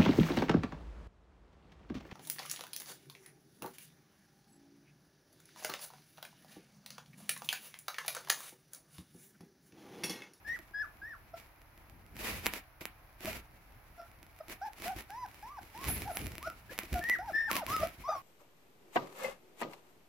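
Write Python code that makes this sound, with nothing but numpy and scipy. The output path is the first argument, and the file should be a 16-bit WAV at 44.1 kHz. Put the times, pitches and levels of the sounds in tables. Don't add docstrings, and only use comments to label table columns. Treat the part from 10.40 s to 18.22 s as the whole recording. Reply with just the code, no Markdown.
import sys
import numpy as np
from scipy import signal
from scipy.fft import rfft, irfft, next_fast_len
from scipy.io import wavfile
from scipy.ndimage import uniform_filter1d

SR = 44100
rng = np.random.default_rng(int(sys.argv[2]) if len(sys.argv) > 2 else 0)


def amplitude_ratio(level_db):
    exponent = np.asarray(level_db, float) / 20
    return 10 ** exponent


def to_wav(sig):
    pcm = np.clip(np.atleast_2d(sig), -1, 1) * 32767
    pcm = np.round(pcm).astype(np.int16)
    wavfile.write(sys.argv[1], SR, pcm.T)


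N = 344862
TIME_S = np.arange(N) / SR
GRID_HZ = np.fft.rfftfreq(next_fast_len(N + SR), 1 / SR) + 1e-3

# [f/Hz, density/dB per Hz]
MAT = [(120, -28), (200, -5), (538, -6.5), (1480, -8.5), (2290, -2.5), (3310, -11.5), (8120, -14),
       (9060, -22), (10300, -12), (14300, -15.5), (16000, -19.5)]


def on_hz(points, f_hz=GRID_HZ):
    table_hz, value = np.transpose(points)
    return np.interp(np.log(f_hz), np.log(table_hz), value)


def colour(x, gain_db):
    size = 2 * (len(GRID_HZ) - 1)
    cepstrum = irfft(np.log(amplitude_ratio(gain_db)), size)
    cepstrum[1:size // 2] *= 2
    cepstrum[size // 2 + 1:] = 0
    response = np.exp(rfft(cepstrum))
    return irfft(rfft(x, size) * response, size)[..., :N]


def unit(x):
    return x / np.sqrt(np.mean(x ** 2))


def walk(rate_hz):
    span = max(int(SR / rate_hz), 2)
    once = uniform_filter1d(rng.standard_normal(N), span)
    return unit(uniform_filter1d(once, span))


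def pan(x, left_minus_right_db):
    return x * amplitude_ratio(np.array([[.5], [-.5]]) * left_minus_right_db)


def ring(x, modes):
    t = TIME_S[:SR // 2]
    body = 0
    for mode_hz, mode_db, t60_s in modes:
        decay = amplitude_ratio(-60 * t / max(t60_s, .005))
        body = body + amplitude_ratio(mode_db) * np.sin(2 * np.pi * mode_hz * t) * decay
    return signal.fftconvolve(x, body[None])[:, :N]


def pair():
    # [f/Hz, correlation]
    likeness = [(100, 0.9), (500, 0.72), (1500, 0.24), (4000, 0.041), (16000, 0.046)]
    mid, side = rng.standard_normal((2, N))
    like = np.clip(on_hz(likeness), 0, .999)
    mid = colour(mid, 10 * np.log10(1 + like))
    side = colour(side, 10 * np.log10(1 - like))
    return np.array([mid + side, mid - side]) / 2


def hush():
    # [f/Hz, density/dB per Hz]
    hush_spectrum = [(18, -42.5), (30, 10), (138, -1), (179, -23.5), (311, -6), (374, -15.5), (512, -11.5),
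                     (740, -4.5), (866, -6.5), (2350, -11.5), (3220, -22.5), (6050, -24.5), (8980, -40.5),
                     (10200, -19), (16000, -22.5)]
    level_db = -59.5 + 0.56 * walk(6.3)
    return amplitude_ratio(level_db) * unit(colour(pair(), on_hz(hush_spectrum)))


def room(x):
    # [f/Hz, t60/s]
    room_decay = [(200, 0.21), (1500, 0.2), (12000, 0.13)]
    t = TIME_S[:SR // 2]
    noise = pair()[:, :SR // 2]
    tail = 0
    for (band_hz, t60_s), kind in zip(room_decay, ("low", "band", "high")):
        edge_hz = {"low": band_hz * 2.5, "band": [band_hz / 3, band_hz * 3], "high": band_hz / 2.7}[kind]
        sos = signal.butter(2, edge_hz, kind, fs=SR, output="sos")
        tail = tail + signal.sosfilt(sos, noise) * amplitude_ratio(-60 * t / t60_s)
    tail = tail * np.clip((t - .002) / 0.0049, 0, 1)
    tail = tail / np.sqrt(np.sum(tail ** 2) / 2)
    echo_db = -8
    return amplitude_ratio(echo_db) * signal.fftconvolve(x.mean(0, keepdims=True), tail, axes=1)[:, :N]


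def bumps(level_db):
    # [f/Hz, density/dB per Hz]
    thud_spectrum = [(29, -32.5), (50, 7), (140, -4.5), (328, -11), (426, -14), (600, -25), (780, -53.5),
                     (1320, -120)]
    return amplitude_ratio(level_db - 3 + 2.44 * walk(25)) * unit(colour(pair(), on_hz(thud_spectrum)))


def scrabble(level_db):
    slips_per_s = 900
    size = amplitude_ratio(6.06 * rng.exponential(size=N))
    slips = (rng.random(N) < slips_per_s / SR) * size * rng.choice([-1, 1], N)
    rub = 1.24 * pair() * amplitude_ratio(3.8 * walk(40))
    grit = pan(unit(slips), -1.8) + rub
    return amplitude_ratio(level_db + 9.5) * unit(colour(grit, on_hz(MAT)))


def wire():
    # [f/Hz, level/dB, t60/s]
    wire_modes = [(9500, -46, 5.0), (9800, -16, 1.7), (10870, -9, 0.31), (11220, -21, 4.3),
                  (11200, -11, 0.3), (11720, -25, 1.7), (12630, -4, 0.12), (13600, -4, 0.073),
                  (14350, -23, 0.14), (14780, -22, 0.86)]
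    # [t/s, level/dB]
    rattle = [(5.465, -80), (5.475, -46), (5.49, -33), (5.54, -39), (5.6, -49), (5.7, -66), (5.715, -50),
              (5.75, -52), (5.757, -37), (5.8, -54), (5.859, -49), (5.93, -70)]
    t_s, level_db = np.transpose(rattle)
    taps_per_s = 150
    size = amplitude_ratio(3.2 * rng.exponential(size=(2, N)))
    taps = (rng.random((2, N)) < taps_per_s / SR) * size
    return amplitude_ratio(np.interp(TIME_S, t_s, level_db, -200, -200)) * unit(ring(taps, wire_modes))


def claws():
    # [t/s, peak/dB, knock re peak/dB, left minus right/dB]
    ticks = [(0.0773, -41, -33, 1), (0.1944, -43, -8, -8), (0.3108, -49, -7, -2.5), (0.6247, -52, -8, -3.0),
             (0.9345, -57, -16, -1.5), (1.1608, -53, -21, -2.0), (1.196, -57, -19, -2.0),
             (1.218, -43, -21, -3), (1.3775, -41, -15, 1), (1.498, -42.5, -19, -8), (1.757, -46, -13, -3.5),
             (1.7574, -41, -21, -1.5), (1.7916, -31, -19, -3.0), (1.8416, -32, -13, -2.0),
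             (1.8897, -32, -8, -3.0), (2.0608, -30, -13, 2.5), (2.0603, -13.5, -30, -1.0),
             (2.1372, -18, -28, -5), (2.4145, -34, -8.5, -2.0), (2.6367, -57, -18, -8),
             (2.807, -34.5, -15.5, -8), (2.8484, -26, -9, -0.5), (3.6321, -54, -20, -7),
             (3.8298, -37, -18, -8), (4.0836, -33, -15, -5), (4.1029, -38.5, -8, -6),
             (4.3336, -36, -27, -7), (4.4005, -35, -12.5, -4), (4.4216, -26, -18, -5),
             (4.5639, -33, -10, -5), (5.2317, -39, -14, -3.5), (5.3637, -43, -12, -1.0),
             (5.391, -36, -14, -0.5), (5.4135, -33, -14.5, -6), (5.473, -39, -19, -1.5),
             (5.4835, -26, -23, -12), (5.7526, -37, -19, -6), (5.8167, -35, -13, -19),
             (5.8685, -26, -16, -9), (5.9818, -24.5, -20, 6), (6.0762, -34, -15, -0.5),
             (6.101, -30.5, -22, -3), (6.3053, -44, -6.5, 0.5), (6.327, -37.5, -16, -0.5),
             (6.3797, -26.5, -26, -0.5), (6.4342, -29.5, -13, -1.0), (6.4911, -45, -19, -2.0),
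             (6.5104, -48, -9, 1.5), (6.5306, -24, -21, -0.5), (6.5927, -25.5, -12, -2),
             (6.6889, -24.5, -22.5, 4), (6.77, -44, -12, 3), (6.787, -37, -12, -5), (6.921, -41, -6, 1.0),
             (6.9496, -42, -4, 1.0), (7.1195, -36, -23, 0.0), (7.1311, -18, -22, 4),
             (7.1549, -17, -20.5, 9), (7.195, -32, -20, -1.5), (7.2657, -20.5, -22.5, 5),
             (7.302, -22, -16, 4), (7.3957, -36, -7, -2.0), (7.4725, -26.5, -18, 6),
             (7.5872, -49, -17, 1.0)]
    # [f/Hz, level/dB, t60/s]
    floor_modes = [(334.6, 5.5, 0.052), (191, -6.5, 0.057), (651, -2, 0.046)]
    t_s, peak_db, knock_db, pan_db = np.transpose(ticks)
    at = (t_s * SR).astype(int)
    click, knock = np.zeros((2, N)), np.zeros((2, N))
    click[:, at] = pan(amplitude_ratio(peak_db), pan_db)
    knock[:, at] = amplitude_ratio(peak_db + knock_db)
    return amplitude_ratio(19) * colour(click, on_hz(MAT)) + amplitude_ratio(-2.5) * ring(knock, floor_modes)


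def voice(calls, voices):
    # [f/Hz, gain/dB]
    throat = [(1000, -15), (1500, -8), (2300, -32.5), (3000, -43), (3700, -32), (4300, -40.5),
              (5200, -22.5), (6000, -26), (7500, -68), (12000, -59.5)]
    out = np.zeros((2, N))
    jitter, shimmer = walk(330), walk(160)
    for rows, (overtone_db, pan_db, hoarse) in zip(calls, voices):
        t_s, pitch_hz, level_db = np.transpose(rows)
        now = slice(int(t_s[0] * SR), int((t_s[-1] + 0.0058) * SR))
        t = TIME_S[now]
        pitch = np.interp(t, t_s, pitch_hz) * (1 + 0.12 * hoarse * jitter[now])
        phase = 2 * np.pi * np.cumsum(pitch) / SR
        tone = np.sin(phase)
        for k in range(2, 9):
            tone = tone + amplitude_ratio(overtone_db + on_hz(throat, k * pitch)) * np.sin(k * phase)
        edge = np.clip(np.minimum(t - t[0], t[-1] - t) / 0.0052, 0, 1)
        loudness = amplitude_ratio(np.interp(t, t_s, level_db) + 11.3 * hoarse * shimmer[now])
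        out[:, now] += pan(np.sqrt(2) * edge * tone * loudness, pan_db)
    return out


def whines():
    # [t/s, pitch/Hz, level/dB]
    whine_calls = [
        [(0.93, 652, -78), (0.942, 680, -40), (0.975, 665.0, -66)],
        [(2.87, 636, -40), (2.888, 647.7, -41), (2.905, 634, -54)],
        [(3.575, 697, -59), (3.603, 680, -44), (3.655, 681, -60)],
        [(3.998, 635, -66), (4.01, 635.0, -40.5), (4.03, 630, -70)],
        [(4.213, 728, -39.5), (4.259, 910, -41), (4.285, 794, -42.5)],
        [(4.455, 662, -42.5), (4.509, 790, -37), (4.535, 727, -44)],
        [(4.695, 747, -49), (4.787, 1018, -44), (4.833, 991, -41.5), (4.86, 753, -46.5)],
        [(5.025, 794, -46), (5.123, 1196, -52), (5.163, 1129, -53), (5.19, 763, -42)],
        [(5.345, 828.8, -48), (5.419, 1120, -51), (5.475, 1056, -51.5), (5.505, 696, -44.5)],
        [(5.65, 745, -49), (5.684, 855, -35.5), (5.715, 629, -39.5)],
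        [(5.745, 640, -42), (5.791, 848, -52.5), (5.81, 800, -62)],
        [(6.055, 663, -62), (6.075, 651, -36), (6.095, 648.3, -62)],
        [(6.305, 525, -71), (6.321, 528, -42.5), (6.33, 493, -63)],
        [(6.538, 765, -52), (6.56, 718, -32), (6.605, 690, -43.5)],
        [(6.788, 669, -39), (6.86, 972, -48.5), (6.894, 788, -37), (6.91, 596, -45)],
        [(7.075, 803, -48.5), (7.155, 1163, -40.5), (7.213, 860, -41.5), (7.235, 594, -37.5)],
        [(7.395, 540, -49), (7.439, 677, -32.5), (7.47, 670, -44)],
        [(7.675, 712.8, -59), (7.703, 652, -37.5), (7.733, 863, -50), (7.77, 615, -45)],
    ]
    # [overtones/dB, left minus right/dB, hoarseness/0-1]
    whine_voices = [(-3, 0, 0.084), (-6, 0, 0.16), (3, 0, 0.18), (-1, 0, .1), (-0.5, 0, .1),
                    (-8.5, 0, 0.073), (3, 0, 0.038), (1, 0, .05), (4.5, 0, 0.042), (-5.5, 0, 0.36),
                    (5, 0, 0.36), (1, 0, 0.13), (-2, 0, 0.09), (-6, 0, 0.081), (-2, 0, 0.14),
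                    (-3, 0, 0.094), (-2, 0, 0.41), (-3.5, 0, 0.54)]
    return voice(whine_calls, whine_voices)


def squeals():
    # [t/s, pitch/Hz, level/dB]
    squeal_calls = [
        [(0.045, 1695, -55.5), (0.099, 1825, -35), (0.153, 1982, -41), (0.175, 1203, -59)],
        [(0.333, 1660, -59), (0.347, 1662, -39), (0.419, 1708, -36), (0.455, 1155, -54)],
        [(0.615, 1554, -44.5), (0.689, 1917, -48), (0.729, 1705, -47), (0.755, 1085, -55)],
        [(6.0, 837, -67), (6.036, 1176, -46.5), (6.072, 1489, -40), (6.12, 1230, -58)],
        [(6.293, 1640, -49), (6.325, 1873, -62), (6.375, 2190, -66), (6.42, 1956, -57)],
        [(6.61, 1732, -44), (6.718, 2024, -29), (6.75, 1917, -30.5), (6.765, 1220, -50)],
        [(6.93, 1705, -42), (6.952, 1776, -28), (7.08, 1798, -37), (7.11, 1107, -41)],
        [(7.275, 1006, -45), (7.345, 1310, -31), (7.421, 1180, -42), (7.435, 1150, -48)],
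        [(7.635, 985, -53), (7.651, 1049, -44.5), (7.699, 1265, -34.5), (7.79, 1078, -45.5)],
    ]
    # [overtones/dB, left minus right/dB, hoarseness/0-1]
    squeal_voices = [(2.5, 5, 0.16), (2.5, 5.5, 0.11), (-3, 2, 0.04), (6, 2, 0.07), (-6, 8, 0.08),
                     (-4.5, 2.5, 0.12), (-0.5, 6, 0.16), (5.5, 0, 0.07), (6.5, 3, 0.13)]
    return voice(squeal_calls, squeal_voices)


def scene():
    # [t/s, scrabble/dB, bump/dB]
    moves = [(0.0, -97, -66), (0.08, -64.5, -57), (0.33, -77.5, -66.5), (0.94, -77.5, -61),
             (0.98, -58.5, -69), (1.13, -84.5, -71.5), (1.7, -77, -54), (1.85, -47, -49.5),
             (1.94, -51, -43), (2.02, -63.5, -48), (2.07, -42.5, -42), (2.11, -58.5, -55),
             (2.16, -49.5, -54), (2.22, -74, -77), (2.4, -99, -70), (2.41, -48.5, -53), (2.5, -85, -69),
             (2.77, -80, -66), (2.87, -44.5, -49), (2.96, -51.5, -43), (3.02, -76.5, -59),
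             (4.05, -75, -65.5), (4.12, -51.5, -59), (4.18, -73, -78), (4.33, -72, -69), (4.44, -49, -57),
             (4.55, -69, -56), (4.57, -48, -45), (4.66, -73.5, -62), (5.16, -66.5, -64), (5.23, -66, -52),
             (5.31, -67.5, -68), (5.46, -49, -46), (5.49, -44, -32), (5.53, -52, -34), (5.68, -56.5, -46.5),
             (5.77, -52, -52.5), (5.84, -53.5, -37.5), (5.97, -62.5, -51), (6.27, -69.5, -62),
             (6.34, -56, -51), (6.4, -59, -71), (6.45, -53.5, -52), (6.49, -67, -66), (6.53, -49.5, -32),
             (6.62, -59, -53), (6.88, -68, -57), (6.93, -59.5, -61), (7.06, -69.5, -61), (7.17, -38, -52),
             (7.23, -65, -61), (7.32, -42, -40.5), (7.49, -60.5, -44.5), (7.56, -67, -71),
             (7.6, -67.5, -50.5), (7.82, -66, -66)]
    t_s, scrabble_db, bump_db = np.transpose(moves)
    near = squeals() + whines() + claws() + wire()
    near = near + scrabble(np.interp(TIME_S, t_s, scrabble_db))
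    return near + room(near) + bumps(np.interp(TIME_S, t_s, bump_db)) + hush()


def top_cut(x):
    return signal.sosfilt(signal.butter(12, 16830, fs=SR, output="sos"), x)


def record(dry):
    # [f/Hz, width/Hz, depth/dB]
    ports = [(7350, 990, -38), (9150, 2400, -2.5)]
    heard = []
    for channel, (notch_hz, width_hz, depth_db) in zip(dry, ports):
        notch_db = depth_db / (1 + (2 * (GRID_HZ - notch_hz) / width_hz) ** 2)
        heard.append(colour(channel, notch_db))
    low_pass = signal.ellip(8, .2, 40, 15800, fs=SR, output="sos")
    return top_cut(signal.sosfilt(low_pass, heard))


dry = scene()
out = record(dry)
to_wav(out)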